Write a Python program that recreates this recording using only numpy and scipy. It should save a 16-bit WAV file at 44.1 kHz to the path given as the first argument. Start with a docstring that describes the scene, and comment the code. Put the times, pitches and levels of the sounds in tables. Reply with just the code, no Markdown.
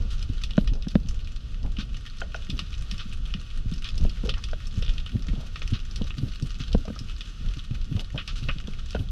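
"""Brittle clicks and crunches, hollow knocks and soft thumps sound under water, over a rumble and a crackle.
Wrasse crowd round a sea urchin that a diver has opened with a metal tool above a mesh bag.
Shell, spines and tool click by impact and crunch by brittle fracture; knocks and swirls excite
the damped modes of the camera housing. Moving water presses on the housing as a rumble,
and the countless tiny snaps of the reef add up to a crackle all around."""
import sys
import numpy as np
from scipy import signal
from scipy.fft import rfft, irfft, next_fast_len
from scipy.io import wavfile
from scipy.ndimage import uniform_filter1d, map_coordinates

SR = 44100
rng = np.random.default_rng(int(sys.argv[2]) if len(sys.argv) > 2 else 0)


def wav_out(sig):
    """Save sig, one row per channel (or a flat mono array), as 16-bit PCM at SR to the path in sys.argv[1]."""
    wavfile.write(sys.argv[1], SR, np.round(np.clip(np.atleast_2d(sig).T, -1, 1) * 32767).astype(np.int16))


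N = 401751
T = np.arange(SR // 5) / SR  # time axis of one short event, in seconds
SNAP_T60_S = 0.01  # decay of a single crack, in shell or reef

# hard knocks on the housing: start_s, level_db, boom_db, clack_db
KNOCK_EVENTS = [(0.579, -15, 7, -0.5), (0.869, -33.5, 12, -5), (0.9537, -14, 6.5, -3.5),
                (4.049, -23.5, -1, -5), (4.235, -25.5, 1.5, -21), (4.532, -30, -31, 6),
                (5.153, -37, 15.5, -29), (5.332, -31, 5, -34), (6.012, -23.5, 3, -16),
                (6.7463, -11, -1.5, -13.5), (6.877, -23.5, -5.5, -26), (6.901, -29.5, 3.5, -2.5),
                (8.679, -28, 0, -20), (8.948, -17, -8.5, -7)]
# soft thumps of fins and glove: start_s, level_db, pitch_hz
THUMP_EVENTS = [(0.294, -21, 93), (0.717, -23.5, 113), (1.052, -29.5, 144), (1.646, -26.5, 97),
                (1.785, -25.5, 208), (2.494, -28, 188), (2.53, -26, 121), (2.62, -32, 170),
                (2.921, -32, 192), (3.056, -33, 182), (3.348, -26, 180), (3.658, -23, 107),
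                (3.719, -23, 172), (4.001, -32, 131), (4.026, -21.5, 91), (4.275, -35, 177),
                (4.319, -37, 148), (4.776, -19, 102), (5.149, -17, 106.5), (5.286, -27.5, 165),
                (5.379, -28, 136), (5.723, -14.5, 104.5), (6.18, -24, 135), (6.229, -17.5, 117),
                (6.425, -19.5, 139), (6.602, -23.5, 129.5), (7.008, -26.5, 122), (7.41, -32.5, 145),
                (7.567, -29.5, 120), (7.709, -22.5, 123), (7.915, -21.5, 147), (7.951, -17, 98),
                (8.144, -24, 130), (8.425, -23.5, 124), (8.482, -26, 137), (8.557, -31.5, 142.5),
                (8.996, -21, 101)]
# spectrum of tiny fractures and grit: frequency_hz, gain_db
CRACKLE_SPECTRUM = [(410, -19), (700, -12.5), (1000, -11), (1150, 5.5), (1450, 7), (1860, -7), (2160, -1),
                    (2480, -3.5), (3290, 6.5), (4770, 0), (6270, -4), (7000, -11), (8640, -16.5),
                    (13000, -25)]
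# spectrum of a hard contact: frequency_hz, gain_db
CLACK_SPECTRUM = [(300, 2.5), (600, 15.5), (950, -6), (1550, 4.5), (2100, -12.5), (2900, -3), (4000, -10),
                  (9000, -47)]


def click(db, pitch_hz, edge_db):
    """Impulse response: a snap rings its fragment and scatters off rock; small pieces have less body."""
    # spectrum of snapping shell: frequency_hz, gain_db
    shell_spectrum = [(500, -18), (950, -26), (1250, -8), (1600, -18.5), (2100, -6.5), (2600, 2),
                      (3400, 10.5), (4000, 7), (5500, 9), (6800, -9), (9000, -16.5), (13000, -28)]
    attack_s = 0.0008
    scatter = amp(-14) * fade(T, t60=0.1)
    envelope = (fade(T, SNAP_T60_S) + scatter) * (1 - np.exp(-T / attack_s))
    force = envelope * rng.standard_normal(len(T))
    add(force, attack_s, amp([-3.5]))  # the first crack, one sample long
    body_db = 11 - 21 * np.log2(pitch_hz / 3250)
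    tilt = [(1600, body_db), (2600, 0), (3600, 0), (5500, -8.5 + 0.79 * edge_db), (8000, -6 + edge_db)]
    colour = lambda hz: along(shell_spectrum, hz) + along(tilt, hz) + 4 * bump(hz, pitch_hz, 310)
    return amp(db - 13.5) * burst(coloured(force, colour))


def clicks():
    """Brief impacts have broad spectra: shell, spines and tool click, each with its own brightness."""
    # sharp clicks: start_s, level_db, pitch_hz, treble_db
    click_events = [(0.226, -24, 3170, -45.5), (0.436, -16.5, 3400, -37.5), (0.5073, -23.5, 2970, -53),
                    (0.6744, -23, 3140, -53), (0.823, -26.5, 3560, -55), (0.8837, -24, 3560, -44),
                    (1.0867, -24, 2840, -33), (1.7674, -26.5, 3000, -68), (1.8083, -25, 3640, -57),
                    (2.4976, -26.5, 4800, -52), (2.5011, -17.5, 3420, -45), (2.5912, -14, 2700, -41),
                    (2.74, -26, 3700, -54), (2.912, -19, 2850, -39), (2.98, -25.5, 2740, -42),
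                    (3.3386, -18.5, 2970, -53), (3.7376, -29, 2890, -44), (3.8431, -20.5, 3580, -46),
                    (3.888, -21.5, 3220, -44), (3.9784, -23.5, 4300, -40), (4.095, -25.5, 4600, -52),
                    (4.292, -16, 2770, -50), (4.293, -13.5, 3620, -48), (4.3388, -23, 3000, -57),
                    (4.439, -18.5, 3360, -41.5), (4.67, -27.5, 2520, -33), (4.8238, -21.5, 3650, -58),
                    (4.862, -25.5, 3430, -58), (4.892, -22, 2950, -55), (4.981, -21.5, 3530, -57),
                    (5.0622, -23, 2930, -64), (5.5582, -21, 2440, -58), (5.6184, -20, 2260, -58),
                    (5.676, -24, 2830, -43), (5.959, -22, 4400, -39), (6.105, -23, 2660, -88),
                    (6.423, -28, 4570, -41), (6.729, -19, 3060, -41.5), (6.9902, -20, 5240, -33),
                    (7.2074, -20, 3320, -50), (7.486, -30, 3240, -58), (7.9936, -21, 3060, -51),
                    (8.177, -17.5, 2600, -61), (8.2762, -20, 2740, -41), (8.486, -20, 2560, -53),
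                    (8.5842, -24, 3020, -58), (8.906, -26, 3500, -43), (8.929, -30, 3000, -60),
                    (8.9533, -27.5, 3120, -54)]
    out = np.zeros(N)
    for s, db, pitch_hz, treble_db in click_events:
        edge_db = treble_db - db + 31  # zero for a click of typical brightness
        add(out, s, click(db, pitch_hz, edge_db))
    return out


def crunches():
    """Brittle fracture in a quick run: fine spines go quietly and brightly, thick shell fast and dully."""
    # crunches of shell and spines: start_s, level_db
    crunch_events = [(0.104, -44), (1.786, -38.5), (2.992, -38), (3.849, -37), (5.734, -38), (6.6, -39.5),
                     (8.182, -35.5), (8.279, -38.5), (8.357, -43), (8.4873, -30)]
    out = np.zeros(N)
    for s, db in crunch_events:
        excess_db = db + 37.5  # above a typical crunch
        length_s = 0.051 * 2 ** (-excess_db / 13.5)
        top_hz = 4440 * 2 ** (-excess_db / 4.5)
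        fractures = sparks(len(T), rate=2700, spread_db=3) + 0.3 * rng.standard_normal(len(T))
        fractures *= np.exp(-2 * (T / length_s) ** 2)
        tilt = lambda hz: 4 * np.log2(1 + hz / 3000) - 10 * np.log10(1 + (hz / top_hz) ** 8)
        # the hollow shell resonates more the harder it breaks
        hollow = lambda hz: 3.5 * max(excess_db, 0) * bump(hz, 2680, 970)
        colour = lambda hz: along(CRACKLE_SPECTRUM, hz) + tilt(hz) + hollow(hz)
        add(out, s, amp(db) * burst(coloured(fractures, colour)))
    return out


def bites():
    """Jaws on shell excite damped modes: a hollow, falling double clack, its lowest ring 5 ms late."""
    # bites: start_s, level_db
    bite_events = [(2.2162, -23), (2.3447, -24), (8.9475, -26.5), (8.963, -31.5)]
    # modes of a bite: frequency_hz, level_db, t60_s, delay_s
    jaw_modes = [(2450, -4.5, 0.022, 0.00016), (1370, 2.5, 0.032, 0.00083), (637, -1, 0.029, 0.005),
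                 (2950, -10, 0.027, 0.0049)]
    glide = 1 + 0.096 * fade(T, t60=0.15)  # the ring starts sharp and falls
    out = np.zeros(N)
    for s, db in bite_events:
        tone = sum(amp(level + rng.normal(0, 0.8)) * ring(T - delay, hz * glide, t60, attack=0.00019)
                   for hz, level, t60, delay in jaw_modes)
        add(out, s, amp(db - 6.5) * (burst(tone) + 0.25 * contact_noise(t60=0.26)))
    return out


def ticks():
    """Light impacts of grit, chips and shell each excite one hollow mode, with a rasp at contact."""
    # light taps: start_s, level_db, pitch_hz
    tick_events = [(4.823, -31.5, 477), (6.852, -34.5, 635), (6.88, -32, 1230), (6.961, -31, 1270),
                   (8.158, -27, 620), (8.178, -26, 2550), (8.486, -21.5, 2700), (8.951, -30.5, 678)]
    out = np.zeros(N)
    for s, db, hz in tick_events:
        rasp = amp(-6) * contact_noise(t60=0.055)
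        tone = burst(ring(T, hz, t60=0.032, attack=0.0018))
        add(out, s, amp(db - 9.5) * (tone + rasp))
    return out


def brushes():
    """Spines brush glove and mesh in a swell of micro-impacts; the finer the spines, the brighter."""
    # brushes: centre_s, level_db, tilt_db_per_octave
    brush_events = [(0.915, -47.5, 2), (4.258, -44, 2), (5.411, -52, 6), (5.471, -49, 4), (6.076, -44, 0),
                    (6.182, -50, 4), (6.352, -51, 4), (7.079, -56, 3), (7.753, -46, -1), (8.007, -42, 3),
                    (8.795, -45, -1.5)]
    out = np.zeros(N)
    for s, db, tilt in brush_events:
        grains = sparks(len(T), rate=3000, spread_db=-2.5) * bump(T, T.mean(), width=0.011)
        colour = lambda hz: along(CRACKLE_SPECTRUM, hz) + tilt * np.log2(np.maximum(hz, 1000) / 4000)
        add(out, s - T.mean(), amp(db) * burst(coloured(grains, colour)))
    return out


def knocks():
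    """Modal vibration: a hard contact clacks, the housing booms just after and the whole camera rocks."""
    # modes of the housing: frequency_hz, level_db, t60_s
    housing_modes = [(200, 2, 0.026), (285, -22, 0.045), (453, -4, 0.018), (610, -17, 0.018),
                     (902, -11, 0.0097)]
    out = np.zeros(N)
    for s, db, boom_db, clack_db in KNOCK_EVENTS:
        weight = lambda hz: amp(along([(200, boom_db), (450, 0.0072)], hz))
        detunes = 1 + 0.02 * rng.standard_normal(len(housing_modes))
        boom = sum(amp(level) * weight(hz) * ring(T - 0.0015, hz * detune, t60, attack=0.0041)
                   for (hz, level, t60), detune in zip(housing_modes, detunes))
        clack = amp(clack_db - 6) * contact_noise(t60=0.022)
        rocking = amp(-3) * ring(T, hz=72, t60=0.16, attack=0.0083)
        add(out, s, amp(db) * (4.52 * boom + clack + rocking))
    return out


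def thumps():
    """Heavily damped oscillation: a soft push of water swings the housing for two or three cycles."""
    out = np.zeros(N)
    for s, db, hz in THUMP_EVENTS:
        swing = ring(T, hz, t60=0.048, attack=0.01)
        wall = ring(T, rng.uniform(157.7, 276.0), t60=0.04, attack=0.013)
        add(out, s, amp(db - 1.5) * burst(swing + 0.5 * wall))
    return out


def scrapes():
    """Stick-slip friction on the water-damped housing: soft scrapes slosh, hard ones ring and rattle."""
    # wet scrapes of glove, bag and feeding fish: start_s, level_db, length_s, centre_hz
    scrape_events = [(0.728, -44, 0.087, 470), (1.639, -45.5, 0.053, 576), (4.25, -33.5, 0.015, 467),
                     (4.275, -33.5, 0.043, 456), (4.372, -42, 0.037, 1310), (5.359, -45.5, 0.16, 580),
                     (7.966, -43.5, 0.074, 540), (8.143, -40, 0.035, 613)]
    out = np.zeros(N)
    for s, db, length_s, centre_hz in scrape_events:
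        slips = sparks(len(T), rate=850, spread_db=4.5) * np.exp(-2 * (T / length_s) ** 2)
        q = 2 * 2 ** ((db + 43) / 5)  # the quality factor doubles every 5 dB
        resonance = lambda hz: -10 * np.log10(1 + (q * (hz / centre_hz - centre_hz / (hz + 1))) ** 2)
        lowpass = lambda hz: -10 * np.log10(1 + (hz / (1.5 * centre_hz)) ** 4)
        add(out, s, amp(db) * burst(coloured(slips, lambda hz: resonance(hz) + lowpass(hz))))
    return out


def wakes(blows):
    """Envelope of the eddies shed just after each blow: stronger after a harder one, up to a ceiling."""
    lag_s, ceiling_db = 0.024, -17
    out = np.zeros(N)
    for s, db, *_ in blows:
        add(out, s + lag_s - T.mean(), amp(min(db, ceiling_db) - 24) * bump(T, T.mean(), width=0.04))
    return out


def water():
    """Turbulent pressure on the housing: flow and surges add in power as a rumble; wakes gurgle higher."""
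    # steady flow past the housing: time_s, level_db
    flow_levels = [(0, -27), (2.2, -30), (5.5, -28.5), (7.15, -33.5), (7.7, -31), (9.11, -29.5)]
    # surges of water: centre_s, level_db
    surges = [(0.02, -16.5), (0.35, -29), (0.68, -22.5), (1.07, -29), (1.65, -26), (2.98, -27),
              (4.03, -22.5), (4.31, -25.5), (4.88, -21.5), (5.3, -21.5), (6.03, -24.5), (6.748, -19),
              (7.48, -24.5), (8.5, -33.5), (9.0, -24)]
    # spectrum of the rumble: frequency_hz, gain_db
    rumble_spectrum = [(11, -26.5), (18, 9.5), (50, -0.5), (199, -23.5), (341, -39.5), (450, -37.5),
                       (739, -47), (1300, -57), (2200, -120)]
    # spectrum of the eddies: frequency_hz, gain_db
    eddy_spectrum = [(50, -5.5), (120, 3), (230, -2.5), (350, -15), (1500, -48.5)]
    t = np.arange(N) / SR
    surge_power = sum((amp(db) * bump(t, s, width=0.064)) ** 2 for s, db in surges)
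    push = np.sqrt(amp(curve(flow_levels)) ** 2 + surge_power)
    swell = amp(1.5 * wobble(rate=8))
    rumble = unit(swell * coloured(rng.standard_normal(N), lambda hz: along(rumble_spectrum, hz)))
    eddies = unit(coloured(rng.standard_normal(N), lambda hz: along(eddy_spectrum, hz)))
    stir = wakes(KNOCK_EVENTS) + wakes(THUMP_EVENTS) + amp(-54)
    gurgle = amp(3.6 * wobble(rate=24))
    return push * rumble + stir * gurgle * eddies


def reef():
    """Superposition: countless snaps merge into a fizz; nearer spots crackle in short, pitched sprays."""
    # crackle of reef and stirred grit: time_s, level_db
    grit_levels = [(0, -52), (0.94, -57), (2.4, -53), (7.7, -52.5), (9.11, -54)]
    colour = lambda hz: along(CRACKLE_SPECTRUM, hz)
    fizz = unit(coloured(amp(1.8 * wobble(rate=16)) * rng.standard_normal(N), colour))
    spray_envelope = fade(T, t60=0.09) * (1 - np.exp(-T / 0.003)) + 2.5 * fade(T, SNAP_T60_S)
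    impulse = 1.0 * (T == 0)
    sprays = np.zeros(N)
    for pitch_hz in np.geomspace(2000, 9000, 7):
        onsets = np.abs(sparks(N, rate=5, spread_db=3))
        strength = signal.oaconvolve(onsets, spray_envelope)[:N]
        grain = coloured(impulse, lambda hz: colour(hz) + 9 * bump(np.log(hz + 1), np.log(pitch_hz), 0.24))
        sprays += signal.oaconvolve(strength * sparks(N, rate=2200, spread_db=4), grain)[:N]
    return amp(curve(grit_levels)) * (amp(-2) * fizz + amp(-1) * unit(sprays))


def contact_noise(t60):
    """A hard contact radiates a broadband transient: decaying noise with the spectrum of a clack."""
    noise = rng.standard_normal(len(T)) * fade(T, t60)
    return burst(coloured(noise, lambda hz: along(CLACK_SPECTRUM, hz)))


def ring(t, hz, t60, attack):
    """A damped mode, silent before t = 0; t60 and attack in seconds."""
    t = np.maximum(t, 0)
    return np.sin(2 * np.pi * hz * t) * fade(t, t60) * (1 - np.exp(-t / attack))


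def fade(t, t60):
    """Exponential decay, by 60 dB in t60 seconds."""
    return np.exp(-np.log(1000) * t / t60)


def sparks(length, rate, spread_db):
    """A Poisson process: on average rate impulses a second, random in sign and size."""
    present = rng.random(length) < rate / SR
    signs = rng.choice([-1, 1], length)
    return present * signs * amp(spread_db * np.minimum(rng.exponential(size=length), 2.5))


def wobble(rate):
    """A smooth random curve, rate knots a second."""
    return map_coordinates(rng.standard_normal(int(N * rate / SR) + 4), [np.arange(N) * rate / SR])


def coloured(x, gain_db):
    """Minimum-phase filter with the given dB response, so that nothing rings before its cause."""
    m = 2 * next_fast_len(x.shape[-1])
    gain = amp(np.maximum(gain_db(np.fft.rfftfreq(m, 1 / SR)), -120))
    cepstrum = irfft(np.log(gain), m)
    cepstrum[1:m // 2] *= 2
    cepstrum[m // 2 + 1:] = 0
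    return irfft(rfft(x, m) * np.exp(rfft(cepstrum)), m)[..., :x.shape[-1]]


def along(points, hz):
    """Interpolate (frequency_hz, value) points on a log axis."""
    frequencies, values = np.transpose(points)
    return np.interp(np.log(hz + 1), np.log(frequencies + 1), values)


def curve(rows):
    """One value per sample from (time_s, value) rows."""
    return np.interp(np.arange(N) / SR, *np.transpose(rows))


def bump(x, centre, width):
    """A Gaussian peak of height 1, down to 1/e at width from its centre."""
    return np.exp(-((x - centre) / width) ** 2)


def amp(db):
    """Decibels to gain."""
    return 10 ** (np.asarray(db) / 20)


def unit(x):
    """Scale to rms 1."""
    return x / np.sqrt(np.mean(x ** 2) + 1e-20)


def burst(x):
    """Scale a short sound to rms 1 over its loudest 4 ms."""
    return x / np.sqrt(uniform_filter1d(x ** 2, size=176).max())


def add(track, s, x):
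    """Mix a short sound in at s seconds."""
    part = track[max(round(s * SR), 0):][:len(x)]
    part += x[:len(part)]


def scene():
    """Structure-borne sound: the housing feeds both microphones alike; only the treble differs a little."""
    # treble resonances of the housing, which colour every snap: centre_hz, width_hz, gain_db
    case_resonances = [(1847, 67, 11), (2540, 146, 9), (2887, 190, 6)]
    # spectrum of the side signal: frequency_hz, gain_db
    side_spectrum = [(3000, -73), (3900, -40.5), (5500, -12), (12000, -13.5)]
    case_db = lambda hz: sum(db * bump(hz, centre, width) for centre, width, db in case_resonances)
    bright = coloured(reef() + clicks() + crunches() + brushes(), case_db)
    mid = bright + water() + thumps() + knocks() + scrapes() + bites() + ticks()
    side = coloured(bright * wobble(rate=500), lambda hz: along(side_spectrum, hz))
    return np.array([mid + side, mid - side])


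def record(dry):
    """Band limiting: the camera keeps nothing above its cutoff."""
    cutoff_hz = 13300
    m = next_fast_len(N + SR // 2)
    passband = np.fft.rfftfreq(m, 1 / SR) < cutoff_hz
    return irfft(rfft(dry, m) * passband, m)[:, :N]


dry = scene()
out = record(dry)
wav_out(out)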